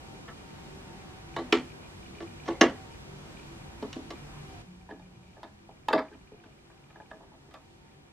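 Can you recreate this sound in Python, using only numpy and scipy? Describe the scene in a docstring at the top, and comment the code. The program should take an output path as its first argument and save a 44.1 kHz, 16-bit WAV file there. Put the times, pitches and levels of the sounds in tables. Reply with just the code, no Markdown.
"""Sewing machine dial and thumb wheel

A hand turns the big plastic dial of a sewing machine, then a small thumb wheel, close to a stereo pair indoors.
Latch blows and scuffs are impacts, chatter and noise ringing shell modes; knocks and squeals are enveloped tones.
A room impulse response spreads them. Behind are coloured noise, a fan's wavering hum, faint ticks and a low drone.
Noise, hum and whirr drop as the dial gives way to the wheel."""
import sys
import numpy as np
from scipy import signal
from scipy.fft import rfft, irfft, next_fast_len
from scipy.io import wavfile
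from scipy.ndimage import uniform_filter1d

SR = 44100
rng = np.random.default_rng(int(sys.argv[2]) if len(sys.argv) > 2 else 0)


def store_wav(level_fs):
    """Save 16-bit WAV to argv[1]."""
    pcm = np.round(np.clip(np.atleast_2d(level_fs), -1, 1) * 32767)
    wavfile.write(sys.argv[1], SR, pcm.T.astype(np.int16))


N = 358091
DROP_S = 4.62  # the background drops; the wheel replaces the dial
LN_1000 = np.log(1000)  # 60 dB decay

# shell round the dial: (frequency [Hz], relative level [dB], t60 [s])
DIAL_SHELL_MODES = [(146, -8, 0.081), (205, -18, 0.048), (252, -0.5, 0.21), (302.2, 11, 0.11),
                    (335, 8.5, 0.17), (445.4, -9.5, 0.06), (401.7, 4, 0.22), (549, 5, 0.13),
                    (630, -5, 0.099), (683, 1.5, 0.089), (755, 1, .09), (890, -3, 0.089), (1093, -1.5, .07),
                    (1153, -3, .09), (1320, -5.5, 0.048), (1434, -9.5, 0.11), (1770, -4.5, 0.051),
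                    (1915, -9, .06), (2210, -4.5, .02), (2566, 6.5, 0.0038), (2930, 3, 0.02),
                    (3100, 1, 0.023), (3240, -9, 0.011), (3710, -7, 0.033), (3917, -5.5, 0.018),
                    (4044, -3, 0.013), (5490, 14.5, 0.013), (6330, 5, 0.012), (6160, -6, 0.011),
                    (7100, -11.5, 0.0092)]
# wheel and the cover beside it: (frequency [Hz], relative level [dB], t60 [s])
WHEEL_COVER_MODES = [(316, 13.5, 0.051), (406, 2.5, 0.11), (548.3, -6, 0.11), (641, -9, 0.18),
                     (744, 4.5, 0.01), (837, 10, 0.023), (1130, 7, 0.022), (1218, 10.5, 0.05),
                     (1670, 15.5, 0.016), (1720, -8, .04), (2230, -28.5, 0.025), (2627, -9, 0.052),
                     (3180, -4, 0.023), (3430, -12, 0.018), (3740, -0.5, 0.03), (3610, -8, 0.036),
                     (4200, -13, 0.014), (4740, 6, 0.05), (5230, -4, .02), (5570, 1.5, 0.01),
                     (4990, -2, 0.045), (7600, -14, .008)]


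def undb(db):
    """Decibels to gain."""
    return 10 ** (np.asarray(db) / 20)


def walk(rate_hz):
    """Random levels held 1 / rate_hz s and slewed twice; spread near 1."""
    hold = int(SR / rate_hz)
    steps = np.repeat(rng.standard_normal(N // hold + 1), hold)
    return 1.4 * uniform_filter1d(uniform_filter1d(steps, hold), hold)[:N]


def air(spectrum, flicker_db, rumble_db):
    """Coloured noise in octave bands, each flickering alone; the lowest also follow the rumble."""
    size = next_fast_len(N)
    hz = np.maximum(np.arange(size // 2 + 1) * SR / size, 1)
    at_hz, db = np.transpose(spectrum)
    shape = rfft(rng.standard_normal(size)) * undb(np.interp(np.log(hz), np.log(at_hz), db))
    scale = np.std(irfft(shape, size))
    out = 0
    for centre_hz in 2. ** np.arange(4, 15):
        weight = np.clip(1 - abs(np.log2(hz / centre_hz)), 0, 1)
        band = irfft(shape * weight, size)[:N]
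        out = out + band * undb(flicker_db * walk(9) + rumble_db * (centre_hz < 200))
    return out / scale


def air_mid():
    """Noise common to both ears, with slow changes in its lowest octaves."""
    # noise colour: (frequency [Hz], relative density [dB per Hz])
    spectrum = [(12, -38.5), (20, -6), (55, 5), (141, 1.5), (300, -5.5), (386, -9), (586, -13),
                (753, -14.5), (819, -14), (942, -14.5), (2370, -22), (9030, -32.5), (10700, -53),
                (12600, -38), (15800, -81.5)]
    # gain of the lowest octaves: (time [s], level [dB])
    rumble = [(0, -5), (3, -2), (3.8, -3), (4.6, -1), (5.3, 2), (6.6, -2.5), (8.12, -3)]
    rumble_db = np.interp(np.arange(N) / SR, *np.transpose(rumble))
    return air(spectrum, 0.93, rumble_db)


def air_side():
    """Noise of opposite sign in the two ears."""
    # noise colour: (frequency [Hz], relative density [dB per Hz])
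    spectrum = [(12, -58), (20, -36), (53, -17), (145, 1.5), (469, 3.5), (539, -2.5), (819, -3),
                (996, -4.5), (2300, -6.5), (2720, -6.5), (6830, -16.5), (10400, -18), (15800, -27.5)]
    return air(spectrum, 0.32, 0)


def fan():
    """Motor hum: sine lines wavering in level and pitch."""
    # hum lines: (frequency [Hz], rms level before the drop [dB])
    hum = [(96.9, -66.5), (145.3, -58), (188.4, -64.5), (339.1, -63), (387.6, -65), (721.4, -70.5),
           (769.8, -65), (915.2, -69.5), (963.6, -76)]
    out = 0
    for hz, db in hum:
        level = np.sqrt(2) * undb(db + 4.26 * walk(14))
        wavering_hz = hz * (1 + 0.009 * walk(20))
        out = out + level * np.sin(2 * np.pi * np.cumsum(wavering_hz) / SR)
    return out


def ticking(air_db):
    """Tick impulses in even runs, and a patchy noise whirr, ring one small two-mode part."""
    # runs: (first tick [s], ticks [count], spacing [s], impulse level [dB])
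    runs = [(1.34, 1, .06, -40), (1.7, 2, .02, -43), (2.028, 4, .1235, -41), (2.06, 4, .1243, -41),
            (3.371, 2, .024, -39), (4.685, 3, .063, -52), (5.024, 2, .035, -53), (5.232, 2, .036, -53),
            (5.331, 2, .069, -53), (5.588, 5, .0615, -52), (6.083, 15, .0631, -50), (7.019, 2, .04, -51),
            (7.158, 1, .06, -51.5)]
    jitter_s, scatter_db, whirr_db = 0.00084, 2, -33.5
    ring_hz, rise_s = 2394, 0.0018
    push = undb(air_db + whirr_db + 4.0 * walk(40) + 1.5 * walk(3.04)) * rng.standard_normal(N)
    for first_s, ticks, spacing_s, db in runs:
        late, loud = rng.standard_normal((round(ticks), 2)).T
        s = first_s + spacing_s * np.arange(len(late)) + jitter_s * late
        push[(s * SR).astype(int)] += undb(db + scatter_db * loud)
    t = np.arange(2000) / SR
    ring = np.sin(2 * np.pi * ring_hz * t) + 0.43 * np.sin(2 * np.pi * 1.21 * ring_hz * t)
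    return signal.fftconvolve(push, ring * (t / rise_s) * np.exp(-t / rise_s))[:N]


def blows(events, modes, shell_db, chatter_s, crack_db, scatter_db, chatter_db, tail_db):
    """Each blow is an impact and short chatter ringing reweighted modes, plus a bare crack and noise tail."""
    # edges of the six colour bands: (frequency [Hz])
    edges_hz = [200, 470, 1000, 2000, 3300, 4500, 7500]
    out, t = np.zeros(N + SR), np.arange(int(.25 * SR)) / SR
    hz, mode_db, t60_s = np.transpose(modes)
    group = np.searchsorted(edges_hz, hz) - 1  # modes outside the bands stay silent
    bands = [signal.butter(3, edges_hz[k:k + 2], "band", fs=SR, output="sos") for k in range(6)]
    sheen = signal.butter(2, [edges_hz[-1], 12000], "band", fs=SR, output="sos")
    # treble band centres, in octaves above the tock band
    octaves = np.log2(np.multiply(edges_hz[3:-1], edges_hz[4:]) / np.prod(edges_hz[2:4])) / 2
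    for s, db, thud_db, tock_db, hardness, click_db, ting_db in events:
        # harder contact, brighter blow
        treble_db = tock_db + hardness * octaves + shell_db + [click_db, 0, ting_db]
        gains = undb(db + np.append([thud_db, 0, tock_db], treble_db))

        detune, scatter, sign = rng.standard_normal((3, len(hz)))
        rings = np.sin(2 * np.pi * np.outer(hz * (1 + 0.0046 * detune), t))
        rings *= np.exp(-LN_1000 * np.outer(1 / t60_s, t))
        rings *= (undb(mode_db + scatter_db * scatter) * np.where(group > 0, np.sign(sign), 1))[:, None]

        chatter_noise, crack_noise, tail_noise = rng.standard_normal((3, len(t)))
        lumps = np.repeat(tail_noise[::180], 180)[:len(t)]  # uneven bursts of 4 ms
        tail_noise *= undb(3.5 * lumps)
        # a lumpy noise tail fades after each blow
        tail_fade = np.exp(-LN_1000 * t / 0.23)
        here = slice(int(s * SR), int(s * SR) + len(t))
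        for k, gain in enumerate(gains):
            x = t / chatter_s * (edges_hz[k] / 1000) ** 0.091  # the treble is over sooner
            head = slice(0, int((chatter_s + .01 + 6 / edges_hz[k]) * SR))
            swell = np.clip(x / .3, 0, 1) * np.exp(-x ** 3)
            # signed squared noise: a few strong impacts among weak ones
            chatter = chatter_noise * abs(chatter_noise) * swell
            # the two low bands and the ting get less chatter beside the single impact
            chatter *= undb(chatter_db - 5.5 * (k < 2) - 8.0 * (k == 5))
            chatter[np.argmax(swell)] += 1  # the single impact
            ring = signal.fftconvolve(rings[group == k].sum(0), chatter)[:len(t)]
            ring = signal.sosfilt(bands[k], ring)
            tail = undb(tail_db) * tail_noise * np.clip(x / 0.16, 0, 1) * tail_fade
            crack = signal.sosfilt(bands[k], crack_noise * swell + tail)
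            # ting_db lifts only the ring
            crack_gain = undb(crack_db - ting_db * (k == 5) - 4.5 * (k == 0))
            out[here] += gain * (ring / np.std(ring[head]) + crack_gain * crack / np.std(crack[head]))
        # the snap reaches on above the modes, with the top band's swell and gain
        crack = signal.sosfilt(sheen, crack_noise * swell)
        out[here] += gains[5] * undb(-9.0 - ting_db) * crack / np.std(crack[head])
    return out[:N]


def scuffs():
    """Finger scuffs and scrapes: long chatter on the dial shell, then on the wheel cover."""
    # (time [s], level [dB], thud [dB], tock [dB], hardness [dB per octave], click [dB], ting [dB])
    events = [(0.277, -52.5, -12, 5.5, -18, 6, 0), (1.379, -42.5, 5.5, -4.5, -5.5, -2, 0),
              (2.454, -53.5, 4, -4.5, -3, 3, 15), (2.474, -37, -0.5, -4, -9.5, 1, 18.5),
              (2.498, -49, -13, -6, -3, 5, 4), (4.897, -56, 4, -11, -4, 4.5, -3),
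              (5.43, -53.5, 1.5, -5, -3.5, -5, -3), (5.945, -34, 3, -7.5, -10.5, -7, 4),
              (5.897, -42, 0, -2, -11, -6, 4), (5.974, -37.5, -1, 1, -10, -17, 7),
              (6.127, -73.5, 15, 11, -9, 3, 2), (6.445, -66, 9, -5, -7, 2, -12),
              (6.971, -73, 10.5, -18, -10, 0, 0), (7.018, -69.5, 4, -12, -10, 0, 0),
              (7.131, -66.5, 9, -6.5, -15, -0.5, 0), (7.224, -60.5, -9, -10, -12, -1, 0),
              (7.33, -63.5, 1, -7.5, -13, 2, 1.5), (7.505, -65.5, -2, 0.5, -6, -3, 0),
              (7.538, -56, -7, 2, -10.5, -7, -2)]
    out = 0
    for early, modes in ((True, DIAL_SHELL_MODES), (False, WHEEL_COVER_MODES)):
        rows = [row for row in events if (row[0] < DROP_S) == early]
        out = out + blows(rows, modes, shell_db=[-1, 0.5, -8.5], chatter_s=0.022, crack_db=2.5,
                          scatter_db=8.5, chatter_db=14.5, tail_db=-11.5)
    return out


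def dial():
    """A spring latch slips off a tooth and snaps home, and fingers knock, ringing the dial's shell."""
    # (time [s], level [dB], thud [dB], tock [dB], hardness above the tock [dB per octave],
    #  click near 2.6 kHz [dB], ting near 5.5 kHz [dB]); all but the time and level are relative
    events = [(1.362, -34.5, -5, -2.5, -6.5, -2.5, -16), (1.523, -28.5, 7, 3, -5, 5.5, 5),
              (2.154, -63, 13, -10, 2, 0, 0), (2.202, -46.5, 3.5, -1, -8.5, -2, 2),
              (2.221, -54, 12, -5.5, -1.5, 2, 3), (2.483, -33, 1, -8, -9, -12, -2),
              (2.527, -50, -3, -11, -2.5, -2, -4), (2.609, -18.5, 3, 0.5, -7.5, 1.5, 13.5),
              (3.823, -41, 5.5, -8.5, -5, -2.5, 3), (3.927, -61, -11, 9, 0.5, 3, 2),
              (3.961, -47, 9.5, -18, -10, -2, 0), (4.103, -44, 2, -3, -3, -1, 4)]
    return blows(events, DIAL_SHELL_MODES, shell_db=[1.5, 1, -2], chatter_s=.0085, crack_db=1.0,
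                 scatter_db=4.5, chatter_db=2.5, tail_db=-11.0)


def squeals():
    """A rubbed spring sings: a rough tone that starts at once, glides and fades."""
    # (start [s], length [s], from [Hz], to [Hz], level before roughness [dB])
    events = [(1.366, .075, 3710, 4440, -45.5), (2.51, 0.11, 2180, 2150, -47),
              (5.932, 0.12, 4870, 4950, -44), (5.967, 0.05, 3630, 3640, -42),
              (7.535, 0.057, 2500, 2400, -53)]
    out, t = 0, np.arange(N) / SR
    rough, waver = undb(6 * walk(500)), 1 + .025 * walk(500)
    for s, length_s, from_hz, to_hz, db in events:
        x = np.clip((t - s) / length_s, 0, 1)
        envelope = np.clip(x / 0.14, 0, 1) * (1 - x) ** 1.5
        glide_hz = (from_hz + (to_hz - from_hz) * x) * waver
        out = out + undb(db) * envelope * np.sin(2 * np.pi * np.cumsum(glide_hz) / SR)
    return rough * out


def drone():
    """A faint low sine swells three times: each rises quickly, sags and dies away."""
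    # swells: (start [s], length [s], frequency [Hz], rms level before the sag [dB])
    swells = [(4.653, 0.23, 180.5, -48), (4.933, 0.41, 181, -53.5), (5.45, 0.32, 205, -58.5)]
    edge_s, sag_db = 0.048, -8.5
    out, t = 0, np.arange(N) / SR
    for s, length_s, hz, db in swells:
        edge = np.clip(np.minimum(t - s, s + length_s - t) / edge_s, 0, 1)
        level = undb(db + sag_db * np.clip((t - s) / length_s, 0, 1))
        out = out + edge * level * np.sin(2 * np.pi * hz * t)
    return np.sqrt(2) * out


def wheel():
    """Clicks of the thumb wheel: short blows that ring it and the cover beside it."""
    # (time [s], level [dB], thud [dB], tock [dB], hardness [dB per octave], click [dB], ting [dB])
    events = [(4.888, -44.5, -6, -16, -8, 0, -6.5), (4.907, -49.5, -3, -13, -0.5, 7, 2),
              (4.919, -53.5, 10.5, -8, -9, 0, -1), (4.993, -54.5, -6, -12, 1, 0, -4),
              (5.366, -54, -10, -14, -9, 0, 0), (5.377, -54, -7, -14, -7, 1, 1),
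              (5.429, -43, -12.5, -10.5, 1, 1, -0.5), (5.689, -49.5, -9, -18, -2, 0, 0),
              (5.883, -25.5, -15.5, -8, 0.5, 3, -17), (5.927, -33.5, -13, -1.5, -0.5, 8, 7),
              (5.930, -22, -6.5, -2, -5.5, -5, 3), (5.937, -31.5, 7.5, -19, -14, 0, 6),
              (5.989, -38.5, 0, 1.5, -6.5, -4, 8), (6.112, -54.5, 1, -11, -9, 0, 0),
              (6.148, -63.5, 11, -10, -9, 0, 0), (6.316, -58.5, 8.5, -14, -9, 4, 1),
              (6.438, -63, 3, 4.5, -4.5, 5, -8), (6.699, -59, -4.5, -0.5, -10.5, -2, -4),
              (6.899, -61.5, -6, 3, -7, 0, -1), (6.956, -50.5, -11, -12, -11, 0, 0),
              (6.999, -46.5, -13.5, -12, -12, 2, 1), (7.105, -64, -8, 0, -2, 7, 0),
              (7.111, -44, -12, -5.5, -7, 2, -6), (7.205, -53.5, -4, -17, -5, 1, 2),
              (7.315, -61, -3, -14, -3, -6, -1), (7.484, -66, 7, -3, -10, -1, 3),
              (7.538, -53, -14, -10, 7, 7, -7)]
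    return blows(events, WHEEL_COVER_MODES, shell_db=[-7, -4, -9.5], chatter_s=0.00619, crack_db=-3.5,
                 scatter_db=2.5, chatter_db=-3.0, tail_db=-16.0)


def knocks():
    """Soft thumb knocks on the wheel's teeth: one small part swells and stops within milliseconds."""
    # (time [s], frequency [Hz], peak level before the room [dB])
    events = [(4.891, 1720, -41.5), (4.905, 1715, -42), (4.911, 1730, -33.5), (4.928, 1740, -53),
              (5.366, 1700, -53), (5.377, 1700, -51), (5.470, 1680, -49), (5.487, 1660, -55),
              (6.126, 1600, -45), (6.438, 1540, -45), (6.958, 1685, -42), (7.001, 1690, -40.5),
              (7.113, 1675, -34), (7.132, 1710, -49), (7.141, 1670, -50)]
    rise_s = 0.0018
    out, t = np.zeros(N), np.arange(1500) / SR
    for s, hz, db in events:
        envelope = t / rise_s * np.exp(1 - t / rise_s)
        out[int(s * SR):int(s * SR) + len(t)] += undb(db) * np.sin(2 * np.pi * hz * t) * envelope
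    return out


def room(x):
    """Direct sound, a dulling noise tail swelling in at once, and one wall echo; differs by ear."""
    t60_s, tail_db, dull_hz = 0.2, -10, 1500
    treble_t60_s, treble_db, early_db = 0.12, -5, 1.5
    wall_s, wall_db, wall_dull_hz = 0.023, -7.5, 596
    t = np.arange(int(.5 * SR)) / SR
    # the tail is slightly stronger before the wall echo
    fill = np.where(t < wall_s, undb(early_db) * np.clip(t / 0.0073, 0, 1), 1)
    bass, treble, side = rng.standard_normal((3, len(t))) * fill
    low, high = (signal.butter(1, dull_hz, kind, fs=SR, output="sos") for kind in ("low", "high"))
    treble_fade = np.exp(-LN_1000 * t / treble_t60_s)
    mid = signal.sosfilt(low, bass) * np.exp(-LN_1000 * t / t60_s)
    mid += undb(treble_db) * signal.sosfilt(high, treble) * treble_fade
    # an even tail: narrow spectral peaks are trimmed to their surroundings
    spectrum = rfft(mid)
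    even = np.sqrt(uniform_filter1d(abs(spectrum) ** 2, size=150)) / np.maximum(abs(spectrum), 1e-9)
    mid = irfft(spectrum * np.minimum(even, 1), len(t))
    mid *= np.clip(t / .003, 0, 1) * np.exp(-(t / .2) ** 4)
    side = signal.sosfilt(high, side) * treble_fade  # close ports agree in the bass
    mid *= undb(tail_db) / np.sqrt(np.sum(mid ** 2))
    side *= undb(-12) / np.sqrt(np.sum(side ** 2))
    mid[0] += 1  # direct sound
    # the wall returns the thud
    wall = 1. * (np.arange(len(t)) == int(wall_s * SR))
    wall_low = signal.butter(2, wall_dull_hz, fs=SR, output="sos")
    mid += undb(wall_db) * signal.sosfilt(wall_low, wall)
    side[[2, 5]] += undb(-18.5) * np.array([-1, 1])  # direct sound reaches one port a little later
    return np.array([signal.fftconvolve(x, mid + ear * side)[:N] for ear in (1, -1)])


def scene():
    """Stereo background plus the machine in the room."""
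    air_before_db, air_after_db, settle_db, settle_s = -47.5, -57, 5, 0.086
    t = np.arange(N) / SR
    settling_db = air_after_db + settle_db * np.exp(-abs(t - DROP_S) / settle_s)
    air_db = np.where(t < DROP_S, air_before_db, settling_db)
    mid = undb(air_db) * air_mid() + undb(air_db - air_before_db) * fan() + ticking(air_db) + drone()
    side = undb(air_db - 3.5) * air_side()
    machine = scuffs() + dial() + squeals() + wheel() + knocks()
    return mid + np.array([side, -side]) + undb(-5.5) * room(machine)


def record(dry):
    """A steep elliptic low-pass removes the top above 15.94 kHz."""
    return signal.sosfilt(signal.ellip(12, .2, 90, 15940, fs=SR, output="sos"), dry)


dry = scene()
out = record(dry)
store_wav(out)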